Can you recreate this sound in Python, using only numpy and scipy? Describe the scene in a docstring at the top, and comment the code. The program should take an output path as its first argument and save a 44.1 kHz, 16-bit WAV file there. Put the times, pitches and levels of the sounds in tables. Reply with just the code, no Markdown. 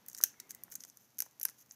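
"""A parrot picks through a bowl of seeds, close by, over faint room tone, hiss and hum.
First the beak scrapes and bumps, and loose seeds tick together. At 0.24 s a husk snaps loudly and rings.
More picking follows, with faint wavering tones behind it until 1 s. Two runs of smaller cracks come
near 1.2 and 1.4 s, then a few last ticks and scrapes. The picking and cracking ring the bowl
and leave a short room tail."""
import sys
import numpy as np
from scipy import signal
from scipy.fft import rfft, irfft
from scipy.io import wavfile
from scipy.ndimage import uniform_filter1d

SR = 44100
rng = np.random.default_rng(int(sys.argv[2]) if len(sys.argv) > 2 else 0)


def to_wav(sig):
    """Store sig (one row per channel, or 1-D mono) as 16-bit WAV at the path in sys.argv[1].

    Samples outside -1..1 are clipped; the rate is SR.
    """
    pcm = np.clip(np.atleast_2d(sig), -1, 1) * 32767
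    pcm = np.round(pcm).astype(np.int16)
    wavfile.write(sys.argv[1], SR, pcm.T)  # frames by channels


N = 77175

# Spectra of room tone, hiss and a loose seed. Each row: frequency in Hz, relative level in dB.
TONE_COLOUR = [(25, -24.5), (50, -21), (90, -6), (125, -4), (240, 0.5), (400, -7.5), (800, -8), (1500, -11),
               (2500, -14.5), (4000, -19), (16000, -49)]
HISS_COLOUR = [(100, -23), (3000, -9), (4600, -5.5), (6200, 2), (7200, -5), (8200, -11), (9800, -7.5),
               (11800, -2.5), (14600, -1), (15300, -9.5), (15900, -26.5)]
SEED_COLOUR = [(100, -37.5), (500, -25), (1050, -40), (1600, -9.5), (2700, -24), (3600, -21), (5200, -7.5),
               (6300, 1.5), (7100, -2.5), (8000, -8.5), (9900, -9.5), (11000, -8.5), (12000, -2),
               (13000, -6.5), (14200, -8.5), (15000, -4), (16000, -25.5)]
# Drift of room tone and hiss. Each row: time in seconds, level in dB.
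TONE_LEVELS = [(0, -69.5), (.25, -71.5), (.65, -68.5), (.9, -74), (1.75, -74)]
HISS_LEVELS = [(0, -74.5), (.4, -73.5), (.95, -72.5), (1.12, -74.5), (1.349, -73.5), (1.6, -71.5),
               (1.75, -80)]
# Faint tones. Each row: start and length in seconds, first and last pitch in Hz, level in dB.
WAVERS = [(0.31, .37, 2200, 1950, -77), (.28, 0.394, 370, 435, -81), (0.35, 0.627, 184, 166, -81),
          (0.76, 0.074, 280, 251, -76.5)]
# Room decay. Each row: frequency in Hz, T60 in seconds.
ROOM_DECAY = [(300, .3), (1500, .3), (6000, 0.23), (14000, 0.16)]
# Spectra of the reflections. Each row: frequency in Hz, gain in dB.
ROOM_COLOUR = [(300, -10.5), (1500, -20.5), (2500, -13.5), (6200, -18.5), (9500, -13), (11700, -26),
               (15000, -16.5)]
BOWL_COLOUR = [(500, -12.5), (1600, -10), (6000, -11), (9000, -5), (12000, -20), (15000, -13.5)]
# Resonances of the beak and a breaking husk. 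Each row: centre in Hz, width in Hz, gain in dB.
BEAK_MODES = [(270, 120, -18.5), (796, 400, -27), (1605, 306, -1.5), (2500, 1200, -19)]
HUSK_MODES = [(2600, 1530, -17.5), (4600, 880, -24.5), (6313, 1246, 2.5), (7800, 290, -18)]
SNAP_MODES = [(10080, 245, -11.5), (11660, 1700, 1)]
SPLINTER_MODES = [(13970, 1300, 0.00098)]
# Beak rubbing over husks. Each row: start in seconds, length in seconds, level in dB.
SCRAPES = [(.072, 0.099, -66.5), (0.171, 0.033, -57.5), (0.491, 0.031, -55.5), (0.713, 0.026, -53.5),
           (0.796, 0.036, -61), (0.876, 0.02, -61.5), (0.998, 0.064, -69.5), (1.253, 0.015, -60.5),
           (1.497, .012, -57.5), (1.579, 0.052, -62), (1.688, 0.062, -66.5)]
# Beak knocking on the heap. Each row: start in seconds, level in dB, pitch in Hz, bowl hollow in dB.
BUMPS = [(0.2041, -48, 463, -5.5), (0.2044, -44, 1250, -2), (.3412, -60, 1900, -3), (0.4, -46, 4470, -12),
         (.6809, -56.5, 860, 2), (0.8372, -52, 3300, -9), (0.849, -55.5, 750, 6), (1.2228, -49, 820, -2.5),
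         (1.2635, -54, 790, -6), (1.409, -56.5, 680, -1), (1.4546, -47.5, 940, -14),
         (1.4863, -54, 2100, -6), (1.4907, -50, 880, 12)]
# Seeds colliding. Each row: start in seconds, level in dB, relative treble and body in dB, ring in Hz.
TICKS = [(0.0627, -56, 12.5, 11, 6440), (0.0842, -45.5, 15, 4.5, 6460), (.087, -46, 7, 1.5, 6300),
         (.0987, -46.5, 0, -6, 6230), (0.1148, -51.5, -10, 1, 6600), (0.131, -47.5, 2, -4, 6360),
         (0.148, -38, -0.5, 3.5, 5710), (0.1665, -46, -10, -4, 6600), (0.1766, -45.5, 4, -1, 6300),
         (0.1836, -40.5, -3, 0.5, 6300), (0.1874, -43, 3, 0, 6700), (0.2125, -38, 0, 4.5, 5940),
         (0.222, -49, 4, 4, 6300), (.229, -40.5, -5, -1.5, 6100), (.4, -44, 3, 7.5, 6400),
         (0.4017, -40, -0.5, 2.5, 6000), (0.5073, -37, 0.5, 3.5, 6400), (.516, -47, -0.5, -7, 6450),
         (0.5486, -45.5, 7, 4, 6650), (0.636, -46, 18, 0, 6060), (.7019, -66.5, 23, -10, 6900),
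         (0.7205, -42, -6, -11, 6630), (0.7236, -50, 14, 16, 6060), (.74, -48, 1, -6, 6560),
         (0.7538, -33, -12, -13.5, 6360), (0.7567, -44, 17.5, 10, 6050), (0.8056, -41, -15, -8, 5870),
         (0.8371, -40, -4.5, 0.5, 5850), (0.8494, -46, 1, 1, 6330), (0.8993, -48, -8, -11.5, 5930),
         (0.9716, -49.5, 2.5, -6, 6170), (1.2229, -40, 5, 7, 6200), (1.4167, -50, 16, 10, 6260),
         (1.485, -43.5, -6, -2, 5730), (1.489, -45.5, 0, 10.5, 6100), (1.4973, -52, 14, -3.5, 5900),
         (1.71, -41, -39, -9.5, 6600), (1.721, -59.5, 14, 6, 6300)]
# Husks snapping. Each row: start in seconds, level in dB, relative snap and splinter in dB,
# beak knock level in dB, ring in Hz, fracture time in seconds.
CRACKS = [(0.2378, -15.5, 0.5, 1, -30.5, 5950, 0.00052), (1.1848, -41.5, 3.5, -5, -59, 6190, .00062),
          (1.1895, -36.5, 7, 0, -59, 5900, .0003), (1.204, -29.5, 6.5, -1, -44.5, 5840, 0.00028),
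          (1.2213, -33, -3, -0.5, -54, 6110, 0.00031), (1.3984, -48, 8, 6, -66.5, 6050, .00047),
          (1.4136, -36.5, -2.5, -5, -58, 5770, .00031), (1.4311, -43.5, 18.5, 17, -57, 5860, 0.00042),
          (1.435, -39.5, 2, -5, -76, 6360, 0.00081), (1.4509, -39, 3, 6, -45.5, 6170, 0.00039),
          (1.4527, -29, 9, -7, -37.5, 5600, 0.00046)]

CLICK_SAMPLES, LEAD_SAMPLES = 2048, 64
LEAD_S = LEAD_SAMPLES / SR
BINS_HZ = np.fft.rfftfreq(CLICK_SAMPLES, 1 / SR)
HUSK_HZ, SEED_HZ = 6100, 6300  # nominal rings of HUSK_MODES and SEED_COLOUR
TICK_S = 0.00063


def amp(db):
    """Decibels to gain."""
    return 10 ** (np.asarray(db) / 20)


def unit(x):
    """Scales to rms 1."""
    return x / np.sqrt(np.mean(x ** 2) + 1e-20)


def read(points, hz):
    """Interpolates on a log-frequency axis."""
    points_hz, values = np.transpose(points)
    return np.interp(np.log(hz + 1), np.log(points_hz), values)


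def add(mix, start_s, sound):
    """Mixes a sound in at a time."""
    part = mix[max(round(start_s * SR), 0):][:len(sound)]
    part += sound[:len(part)]


def coloured(x, colour):
    """Filters by a spectrum in dB."""
    return irfft(rfft(x) * amp(read(colour, np.fft.rfftfreq(len(x), 1 / SR))), len(x))


def minimum_phase(gain):
    """Spectrum of the most abrupt ring with this gain."""
    log_gain = np.log(np.maximum(np.r_[gain, gain[-2:0:-1]], 1e-5))
    return np.exp(np.conj(signal.hilbert(log_gain)))[:len(gain)]


def resonances(modes, hz=BINS_HZ):
    """Gain of broad resonances, summed in power."""
    return np.sqrt(sum((amp(db) / (1 + (2 * (hz - centre_hz) / width_hz) ** 2)) ** 2
                       for centre_hz, width_hz, db in modes))


def shelf(db, edge_hz):
    """Gain that changes by db above an edge."""
    return amp(db * BINS_HZ ** 8 / (BINS_HZ ** 8 + edge_hz ** 8))


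def click(gain, burst_s, lo_hz, hi_hz):
    """A noise burst rings a colour; the band lo-hi holds the energy of 1 ms at rms 1."""
    age = np.maximum(np.arange(CLICK_SAMPLES) - LEAD_SAMPLES, 0) / SR / burst_s
    burst = rfft(rng.standard_normal(CLICK_SAMPLES) * np.sqrt(age) * np.exp(-age))
    whitened = burst / np.sqrt(uniform_filter1d(abs(burst) ** 2, size=39) + 1e-12)
    spectrum = whitened * minimum_phase(gain)
    band = spectrum[(BINS_HZ > lo_hz) & (BINS_HZ < hi_hz)]
    energy = 2 * np.sum(abs(band) ** 2) / CLICK_SAMPLES
    return irfft(spectrum) * np.sqrt(SR / 1000 / energy)


def room_noise(colour, levels):
    """Noise of one colour, drifting slowly in level."""
    level_db = np.interp(np.arange(N) / SR, *np.transpose(levels))
    return unit(coloured(rng.standard_normal(N), colour)) * amp(level_db)


def hum(hz=124.8, rms_db=-84.5):
    """Faint steady hum in the room."""
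    return amp(rms_db) * np.sqrt(2) * np.sin(2 * np.pi * (hz * np.arange(N) / SR + rng.random()))


def wavers(wobble_share=0.0356, flutter_db=4.5, smooth_s=0.01):
    """Faint tones swell, glide and fade, unsteady in pitch and level."""
    out = np.zeros(N)
    for start_s, length_s, first_hz, last_hz, db in WAVERS:
        n = int(length_s * SR)
        wobble, flutter = unit(uniform_filter1d(rng.standard_normal((2, N)), int(smooth_s * SR)))[:, :n]
        hz = np.linspace(first_hz, last_hz, n) * (1 + wobble_share * wobble)
        tone = np.sin(2 * np.pi * np.cumsum(hz) / SR) * amp(flutter_db * flutter)
        add(out, start_s, amp(db) * unit(tone * signal.windows.tukey(n, .5)))
    return out


def reflections(x, bowl_t60_s=0.037, room_rise_s=0.0067):
    """Quick echoes inside the bowl, then the tail of a small room."""
    t = np.arange(SR // 2) / SR
    bowl = rng.standard_normal(len(t)) * amp(-60 * t / bowl_t60_s) * (t > .001)
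    hz, frame_s, noise = signal.stft(rng.standard_normal(len(t)), SR, nperseg=256)
    decay = amp(-60 * frame_s / read(ROOM_DECAY, hz)[:, None])
    room = signal.istft(noise * decay, SR, nperseg=256)[1][:len(t)] * np.minimum(t / room_rise_s, 1)
    response = coloured(room / np.linalg.norm(room), ROOM_COLOUR)
    response += coloured(bowl / np.linalg.norm(bowl), BOWL_COLOUR)
    return signal.fftconvolve(x, response[:-CLICK_SAMPLES])[:N]


def bowl_ring(x, hz=6150, gain_db=-9, t60_s=.25):
    """Sharp clicks leave a thin high note ringing in the bowl."""
    radius = amp(-60 / SR / t60_s)
    pole = radius * np.exp(2j * np.pi * hz / SR)
    return 2 * amp(gain_db) * signal.lfilter([1 - radius], [1, -pole], x).real


def settling(ticks_per_s=48, floor_db=-72.5, spread_db=4):
    """The disturbed heap settles with very faint ticks."""
    out = np.zeros(N)
    for place, rank in rng.random((int(ticks_per_s * N / SR), 2)):
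        db = floor_db - spread_db * np.log(rank + .05)
        add(out, place * N / SR, amp(db) * click(amp(read(SEED_COLOUR, BINS_HZ)), TICK_S, 4500, 8500))
    return out


def husk_gain(ring_hz, snap_db, splinter_db):
    """Colour of a husk: a ring set by its size, a bright snap, fine splinters."""
    ring = resonances(HUSK_MODES, BINS_HZ * HUSK_HZ / ring_hz)
    return ring + amp(snap_db) * resonances(SNAP_MODES) + amp(splinter_db) * resonances(SPLINTER_MODES)


def beak_scrapes(slips_per_s=2900, spread_db=3.5):
    """Rubbing: a dense run of tiny slips rings husk and beak."""
    out = np.zeros(N)
    gain = husk_gain(HUSK_HZ, snap_db=-1, splinter_db=-2.5) + amp(-9) * resonances(BEAK_MODES)
    ring = irfft(minimum_phase(gain))
    max_samples = SR // 10
    for start_s, length_s, db in SCRAPES:
        n = int(length_s * SR)
        slipping = rng.random(max_samples) < slips_per_s / SR
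        size = amp(spread_db * np.minimum(rng.exponential(1, max_samples), 3))
        slips = slipping * size * rng.choice([-1, 1], max_samples)
        rub = unit(signal.fftconvolve(slips[:n], ring)[:n])
        add(out, start_s, amp(db) * rub * signal.windows.tukey(n, .25))
    return out


def beak_bumps(burst_s=0.00039, hollow_hz=1645, hollow_width_hz=560):
    """Damped knocks on the heap wake the hollow of the bowl."""
    out = np.zeros(N)
    for start_s, db, hz, hollow_db in BUMPS:
        width_hz = 360 + .25 * hz  # higher knocks are more damped
        gain = resonances([(hz, width_hz, 0), (hollow_hz, hollow_width_hz, hollow_db)])
        add(out, start_s - LEAD_S, amp(db) * click(gain, burst_s, 0, SR / 2))
    return out


def seed_ticks():
    """Pushed seeds tap their neighbours, each with its own ring."""
    out = np.zeros(N)
    for start_s, db, treble_db, body_db, ring_hz in TICKS:
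        ring = amp(read(SEED_COLOUR, BINS_HZ * SEED_HZ / ring_hz))
        gain = ring * shelf(treble_db, 9000) * shelf(-body_db, 4500)
        add(out, start_s - LEAD_S, amp(db) * click(gain, TICK_S, 3700, 10000))
    return out


def husk_cracks(knock_s=.00004, knock_delay_s=0.00038):
    """Each husk gives way in a burst of tiny fractures and rings; the released beak knocks once."""
    out = np.zeros(N)
    for start_s, db, snap_db, splinter_db, knock_db, ring_hz, fracture_s in CRACKS:
        fracture = click(husk_gain(ring_hz, snap_db, splinter_db), fracture_s, 4500, 7100)
        knock = click(resonances(BEAK_MODES), knock_s, 1000, 2500)
        add(out, start_s - LEAD_S, amp(db) * fracture)
        add(out, start_s + knock_delay_s - LEAD_S, amp(knock_db) * knock)
    return out


def scene(low_cut_hz=240):
    """Beak and seeds, too small to radiate bass, with bowl and room around them."""
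    low_cut = signal.butter(2, low_cut_hz, "high", fs=SR, output="sos")
    near = signal.sosfilt(low_cut, husk_cracks() + seed_ticks() + beak_bumps() + beak_scrapes())
    feeding = near + bowl_ring(near) + reflections(near)
    room = room_noise(TONE_COLOUR, TONE_LEVELS) + room_noise(HISS_COLOUR, HISS_LEVELS) + hum()
    return (feeding + room + settling() + wavers())[None]


def record(dry, edge_hz=15750):
    """Low-pass band limit."""
    low_pass = signal.firwin(161, edge_hz, window=("kaiser", 9), fs=SR)
    return signal.oaconvolve(dry, low_pass[None], "same")


dry = scene()
out = record(dry)
to_wav(out)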